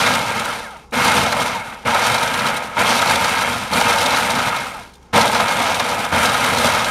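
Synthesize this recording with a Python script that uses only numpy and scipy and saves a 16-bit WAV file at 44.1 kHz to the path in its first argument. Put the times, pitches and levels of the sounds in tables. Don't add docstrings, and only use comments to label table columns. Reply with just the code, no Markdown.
import sys
import numpy as np
from scipy import signal
from scipy.fft import rfft, irfft
from scipy.io import wavfile
from scipy.ndimage import uniform_filter1d

SR = 44100
rng = np.random.default_rng(int(sys.argv[2]) if len(sys.argv) > 2 else 0)


def dump(signal):
    limited = np.clip(np.atleast_2d(signal).T, -1, 1)
    pcm = np.round(limited * 32767).astype(np.int16)
    wavfile.write(sys.argv[1], SR, pcm)


def magnitude_from_level(level_db):
    exponent = np.asarray(level_db, float) / 20
    return 10 ** exponent


N = 304290

# (time [s], hard chopping lasts [s], bowl rattle [dB], easing after it [dB],
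# share of the coasting fade [factor])
PRESSES = [
    (-.05, 0.23, -15, -5.5, 0.84),
    (0.921, 0.33, -16, -3.5, 0.76),
    (1.848, 0.29, -16, -2.5, 0.58),
    (2.766, 0.37, -16, -2.5, 1.04),
    (3.707, .45, -16.5, -1, 0.79),
    (5.128, 0.3, -14, -4.5, 1.06),
    (6.116, 0.12, -15, -1.5, 1),
]
# (time at which teeth mesh 400 a second [s], stretch of the spin-down [factor])
COASTS = [(.72, 1), (1.72, 1.05), (2.72, 1.5), (3.84, 1.1), (4.775, 1.15), (6.27, 1), (8, 1)]
# (time from that moment [s], tooth rate [Hz])
SPIN_DOWN = [(-.45, 2000), (-.3, 1650), (-.24, 1400), (-.14, 885), (-.05, 510), (0, 400), (.07, 270)]
# (time from that moment [s], tooth rate [Hz])
LAST_TURNS = [(.12, 150), (.19, 59.2), (.3, 40)]
WHINE_COAST_DB = [0, 3, -2, -10, 0, -10, 0]
# (multiple of the tooth rate, level [dB])
WHINE_OVERTONES = [(1, -4), (2, 0), (3, 2.5), (4, -3)]
# (time [s], load [dB], shaking of the base [dB], treble [dB])
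LOAD = [(0, 0, -2, 1), (.2, -1.5, 3.5, 0.5), (.5, 0.5, -0.5, -0.5), (.8, -3, -2, 2.5), (1.15, 1.5, 4, 0.5),
        (2.05, -0.5, -2.5, 0), (2.5, 3, 1.5, 0.5), (2.72, -0.5, -1, -1), (2.92, 1, 0, 0),
        (4.24, 0, -1.5, 1), (4.35, 0.5, 1.5, -1.5), (4.75, 0.5, -2, -0.5), (4.95, -7.5, 3, 5),
        (5.15, 2, -0.5, 0), (5.3, -2, 2, 0), (5.57, 0.5, -2.5, -2), (6.65, 0.5, 1, 1), (6.9, -2, -2, 0)]
# (time [s], peak [dB], thud above peak [dB])
CHUNKS = [(.0633, -4.5, 10), (.152, -5.5, 6), (1.0792, -4.5, 8.5), (1.1172, -5.5, 2), (1.2623, -6.5, 7.5),
          (1.3234, -5.5, 7), (1.9455, -9.5, 15), (2.1435, -5, 7), (2.5685, -10.5, 4), (2.7611, -20, 8),
          (2.8743, -16, 15), (2.8924, -6.5, 6), (3.019, -4, 7.5), (3.1572, -4, 1), (3.2435, -4, 6),
          (3.2794, -11, 7), (3.734, -5.5, -1), (4.1475, -7, -4), (4.3849, -8.5, 10.5), (5.1592, -2.5, 4),
          (5.2118, -2.5, 2), (5.3477, -6, 10), (5.4031, -6.5, 10.5), (5.4819, -6.5, 3), (5.797, -4.5, 8.5),
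          (6.0475, -8.5, 4), (6.343, -7.5, 7), (6.5839, -5.5, -2), (6.6707, -7.5, 7), (6.795, -8.5, 6)]
# (time [s], peak [dB])
BRITTLE_PIECES = [(.0388, -12), (.2154, -13), (.938, -14), (1.1672, -5), (1.415, -12), (2.1814, -7),
                  (2.23, -7.5), (2.2756, -9), (2.3396, -8), (2.3934, -9.5), (2.792, -7), (2.9914, -6),
                  (3.0728, -5), (3.1103, -5), (3.3586, -15), (3.4207, -10), (3.8417, -11), (3.8955, -6),
                  (3.9296, -6.5), (3.9846, -4.5), (4.061, -1.5), (4.1063, -7), (4.1934, -12), (4.303, -5),
                  (5.567, -10), (5.7443, -9.5), (6.1479, -14), (6.257, -2), (6.294, -6), (6.845, -5)]
# (time [s], peak [dB])
LIGHT_PIECES = [(.2614, -15), (.3324, -24), (0.3957, -12), (.4524, -16), (.6464, -35), (.7068, -28),
                (.7931, -40), (0.91, -35), (1.01, -14), (1.5494, -20), (1.82, -35), (2.4672, -10),
                (2.498, -14), (2.6329, -23), (4.4887, -13), (4.5644, -15), (4.6189, -27), (4.667, -21.5),
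                (4.8094, -35), (4.937, -31), (4.954, -32), (5.027, -40), (5.0564, -46), (5.6386, -10.5),
                (5.8854, -20), (5.934, -27), (6.1996, -24), (6.4617, -10), (6.6169, -15), (6.7194, -11)]
# (frequency [Hz], level [dB per Hz])
BOWL_TONE = [(18, -89), (30, -38), (92, -14), (219, -12), (379, -17.5), (480, -9.5), (749, -2.5),
             (923, 3.5), (1110, -9), (1260, -2), (1730, -7.5), (2130, -9), (7680, -16.5), (10200, -16.5),
             (15600, -30.5)]
# (frequency [Hz], width [Hz], lift [dB])
BOWL_MODES = [(93, 100, 7), (236.4, 96, 9), (485.7, 49, 7.5), (579, 44, 5), (676, 45, 3), (863, 12, 0),
              (904, 7.4, 2.5), (1070, 90, 3), (1264, 123, 4), (1403, 88, 4), (1608, 27, 9), (1860, 55, -1),
              (2156, 117, 8.5), (2388, 65, 6), (2605, 23, 12), (2600, 45, -3.5), (3052, 83, 0),
              (3204, 17, 6.5), (3610, 18, 6.5), (3894, 180, 3.5), (4530, 320, 1), (5860, 520, 2.5),
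              (6400, 330, 0), (8200, 960, 3.5)]
# (frequency [Hz], level [dB per Hz])
KITCHEN_TONE = [(18, -40), (30, 1), (92, -11), (160, -4), (208, -8), (250, -13), (468, -9.5), (657, -27),
                (810, -8), (1300, -25), (2840, -46), (5190, -31), (6560, -33), (15600, -64)]

BLADE_HZ = 22.28
RISE_S, TREBLE_RISE_S, EASE_S = 0.009, 0.025, 0.036
FADE_BEND = 1.084
RATTLE_DB_PER_DECADE, CRACKLE_DB_PER_DECADE, GRIT_DB_PER_DECADE, RUMBLE_DB_PER_DECADE = 26, 28.5, 27.5, 24
CRACKLE_DB, GRIT_DB, RUMBLE_DB = -8, -14, -11.5
HARD_TREBLE_DB = 1
HEAP_DB, CRACKLE_FLICKER_DB = 1.3, 0.8
JOLT_DB, JOLT_S = 6.5, 0.053
RING_HZ, RING_SPREAD = 3834, 0.06
BRITTLE_THUD_DB, LIGHT_THUD_DB = -7.5, -14
CHUNK_GRIT_DB, BRITTLE_GRIT_DB, LIGHT_GRIT_DB, GRIT_SPREAD_DB = -15, -16, -11, 2.5
WHINE_DB, WHINE_DB_PER_DECADE, WHINE_BELOW_HZ = -23, 34, 1600
KITCHEN_DB, HUM_HZ, HUM_DB = -48, 63.5, -53
NOTCH_HZ, NOTCH_WIDTH_HZ = 7850, 230


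def level(x, db):
    return x * magnitude_from_level(db) / np.sqrt(np.mean(x ** 2))


def band(x, lo_hz, hi_hz):
    return signal.sosfilt(signal.butter(3, [lo_hz, hi_hz], "band", fs=SR, output="sos"), x)


def colour(x, points, modes=()):
    size = 2 ** 14
    hz = np.maximum(np.fft.rfftfreq(size, 1 / SR), 1)
    point_hz, point_db = np.transpose(points)
    db = np.interp(np.log(hz), np.log(point_hz), point_db)
    for mode_hz, width_hz, lift_db in modes:
        db = db + lift_db / (1 + (2 * (hz - mode_hz) / width_hz) ** 2)
    cepstrum = irfft(np.log(magnitude_from_level(db)))
    cepstrum[1:size // 2] *= 2
    cepstrum[size // 2 + 1:] = 0
    response = irfft(np.exp(rfft(cepstrum)))
    return signal.fftconvolve(x, response)[:N]


def through_bowl(x):
    return colour(x, BOWL_TONE, BOWL_MODES)


def walk(rate):
    hold = int(SR / rate)
    steps = np.repeat(rng.standard_normal(N // 100), hold)[:N]
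    return 1.3 * uniform_filter1d(uniform_filter1d(steps, hold), hold)


def turning(hz):
    return 2 * np.pi * np.cumsum(hz) / SR


def drive(t):
    press, hard_s, rattle_db, ease_db, share = np.transpose(PRESSES)
    k = np.searchsorted(press, t) - 1
    meshing_s, stretch = np.transpose(COASTS)[:, k]
    since = t - press[k]
    tooth_hz = np.interp((t - meshing_s) / stretch, *np.transpose(SPIN_DOWN + LAST_TURNS))
    hard = 1 / (1 + np.exp(np.clip((since - hard_s[k]) / EASE_S, -50, 50)))
    load_db = rattle_db[k] + ease_db[k] * (1 - hard)
    decades_slower = np.log10(SPIN_DOWN[0][1] / tooth_hz)
    fade = -share[k] * decades_slower ** FADE_BEND
    return since, tooth_hz, load_db, fade, hard, np.take(WHINE_COAST_DB, k)


def swell(db, since, rise_s):
    gain = magnitude_from_level(db)
    start = np.arange(N) - (since * SR).astype(int) - 2
    before = np.where(start > 0, gain[np.maximum(start, 0)], gain)
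    return gain + (before - gain) * np.exp(-since / rise_s)


def hail(rate, spread_db, smear_s, hiss_db):
    size = rng.exponential(size=N)
    hits = (rng.random(N) < rate / SR) * magnitude_from_level(spread_db * np.minimum(size, 4.2))
    slew = [1, -np.exp(-1 / (smear_s * SR))]
    scrape = signal.lfilter([1], slew, signal.lfilter([1], slew, hits))
    grains = level(scrape * rng.standard_normal(N), 0)
    return level(grains + magnitude_from_level(hiss_db) * rng.standard_normal(N), 0)


def bowl_rattle(t, heaps):
    rattle = band(through_bowl(hail(900, 1.9, 0.00068, 2.54)), 333, 3500)
    rattle = np.interp(t + 0.00025 * walk(14), t, rattle)
    low = band(rattle, 280, 1040) * magnitude_from_level(1.2 * walk(11))
    high = band(rattle, 987, 3620) * magnitude_from_level(0.97 * walk(12))
    return level((low + high) * magnitude_from_level(0.34 * heaps), -0.64)


def crackle_and_grit(heaps):
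    crumbs = through_bowl(hail(1200, 2.3, 0.00078, -0.38)) * magnitude_from_level(heaps)
    crackle = band(crumbs, 2900, 6860) * magnitude_from_level(CRACKLE_FLICKER_DB * walk(30))
    grit = band(crumbs, 6100, 14900) * magnitude_from_level(0.61 * walk(30))
    return level(crackle, CRACKLE_DB - 1), level(grit, GRIT_DB)


def base_rumble(heaps):
    rumble = band(through_bowl(hail(300, 1.6, 0.004, 3.2)), 32, 395)
    return level(rumble * magnitude_from_level(0.87 * heaps), RUMBLE_DB)


def chopping(t, since, load_db, fade, hard):
    s, more_db, shake_db, treble_db = np.transpose(LOAD)
    load_db = load_db + np.interp(t, s, more_db)
    bright_db = load_db + HARD_TREBLE_DB * hard + np.interp(t, s, treble_db)
    jolt_db = JOLT_DB * np.exp(-since / JOLT_S) + np.interp(t, s, shake_db)
    blade_pass = np.sin(turning(BLADE_HZ * (1 + 0.11 * walk(3))))
    heaps = HEAP_DB * walk(24) + walk(55) + 0.75 * blade_pass
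    rattle, rumble = bowl_rattle(t, heaps), base_rumble(heaps)
    crackle, grit = crackle_and_grit(heaps)
    rattle = rattle * swell(load_db + RATTLE_DB_PER_DECADE * fade, since, RISE_S)
    crackle = crackle * swell(bright_db + CRACKLE_DB_PER_DECADE * fade, since, TREBLE_RISE_S)
    grit = grit * swell(bright_db + GRIT_DB_PER_DECADE * fade, since, TREBLE_RISE_S)
    rumble = rumble * swell(load_db + jolt_db + RUMBLE_DB_PER_DECADE * fade, since, RISE_S)
    return rattle + crackle + grit + rumble


def burst(t, rise_s, decay_s):
    return (1 - np.exp(-t / rise_s)) ** 2 * np.exp(-t / decay_s)


def knocks():
    crack, grit, ring, thud = np.zeros((4, N + 4000))
    t = np.arange(3500) / SR
    pieces = [(*row, CHUNK_GRIT_DB) for row in CHUNKS]
    pieces += [(*row, BRITTLE_THUD_DB, BRITTLE_GRIT_DB) for row in BRITTLE_PIECES]
    pieces += [(*row, LIGHT_THUD_DB, LIGHT_GRIT_DB) for row in LIGHT_PIECES]
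    for s, db, thud_db, grit_db in pieces:
        snap_noise, thud_noise = rng.standard_normal((2, len(t)))
        hz = RING_HZ * (1 + RING_SPREAD * snap_noise[0])
        grit_db = grit_db + GRIT_SPREAD_DB * thud_noise[0]
        start = int((s - 0.003) * SR)
        at = slice(start, start + len(t))
        snap = burst(t, 0.0038, 0.0048) * snap_noise
        crack[at] += magnitude_from_level(db) * snap
        grit[at] += magnitude_from_level(db + grit_db) * snap
        ring[at] += magnitude_from_level(db - 6) * burst(t, 0.002, 0.0046) * np.sin(2 * np.pi * hz * t)
        thud[at] += magnitude_from_level(db + thud_db) * burst(t, 0.0054, 0.012) * thud_noise
    crack = band(through_bowl(crack[:N]), 2900, 6500)
    grit = band(through_bowl(grit[:N]), 6500, 17000)
    thud = band(through_bowl(thud[:N]), 300, 2900)
    return crack * magnitude_from_level(17.5) + grit * magnitude_from_level(27) + thud * magnitude_from_level(3.5) + ring[:N]


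def gear_whine(tooth_hz):
    phase = turning(tooth_hz * (1 + 0.02 * walk(90)))
    tones = 0
    for multiple, db in WHINE_OVERTONES:
        tones = tones + magnitude_from_level(db + 4.5 * walk(35) - 4) * np.sin(multiple * phase)
    fade = np.clip((WHINE_BELOW_HZ - tooth_hz) / 200, 0, 1) * np.clip((tooth_hz - 260) / 90, 0, 1)
    gain = fade * magnitude_from_level(WHINE_DB + WHINE_DB_PER_DECADE * np.log10(tooth_hz / WHINE_BELOW_HZ))
    dull = band(band(gain * tones, 350, 2900), 350, 2900)
    return through_bowl(dull) * magnitude_from_level(3)


def kitchen():
    noise = colour(rng.standard_normal(N), KITCHEN_TONE)
    hum = np.sin(turning(HUM_HZ * (1 + 0.025 * walk(2)))) * magnitude_from_level(1.5 * walk(4))
    return level(noise, KITCHEN_DB) + level(hum, HUM_DB)


def room(x, t60_s, wet_db):
    t = np.arange(SR // 2) / SR
    tail = rng.standard_normal(len(t)) * np.exp(-np.log(1000) * t / t60_s) * (t > 0.004)
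    tail = tail / np.sqrt(np.sum(tail ** 2))
    return x + magnitude_from_level(wet_db) * signal.fftconvolve(x, tail)[:N]


def scene():
    t = np.arange(N) / SR
    since, tooth_hz, load_db, fade, hard, whine_db = drive(t)
    processor = chopping(t, since, load_db, fade, hard) + knocks()
    processor = processor + gear_whine(tooth_hz) * magnitude_from_level(whine_db)
    return (room(processor, t60_s=0.25, wet_db=-20) + kitchen())[None]


def roll_off(x):
    return signal.sosfilt(signal.butter(12, 15710, fs=SR, output="sos"), x)


def record(dry):
    b, a = signal.iirnotch(NOTCH_HZ, NOTCH_HZ / NOTCH_WIDTH_HZ, SR)
    notched = signal.lfilter(b, a, dry)
    rounded = np.tanh(0.4 * notched) / 0.4
    top_cut = signal.ellip(10, 0.2, 70, 15700, fs=SR, output="sos")
    mix = signal.sosfilt(top_cut, rounded)
    return roll_off(mix)


dry = scene()
out = record(dry)
dump(out)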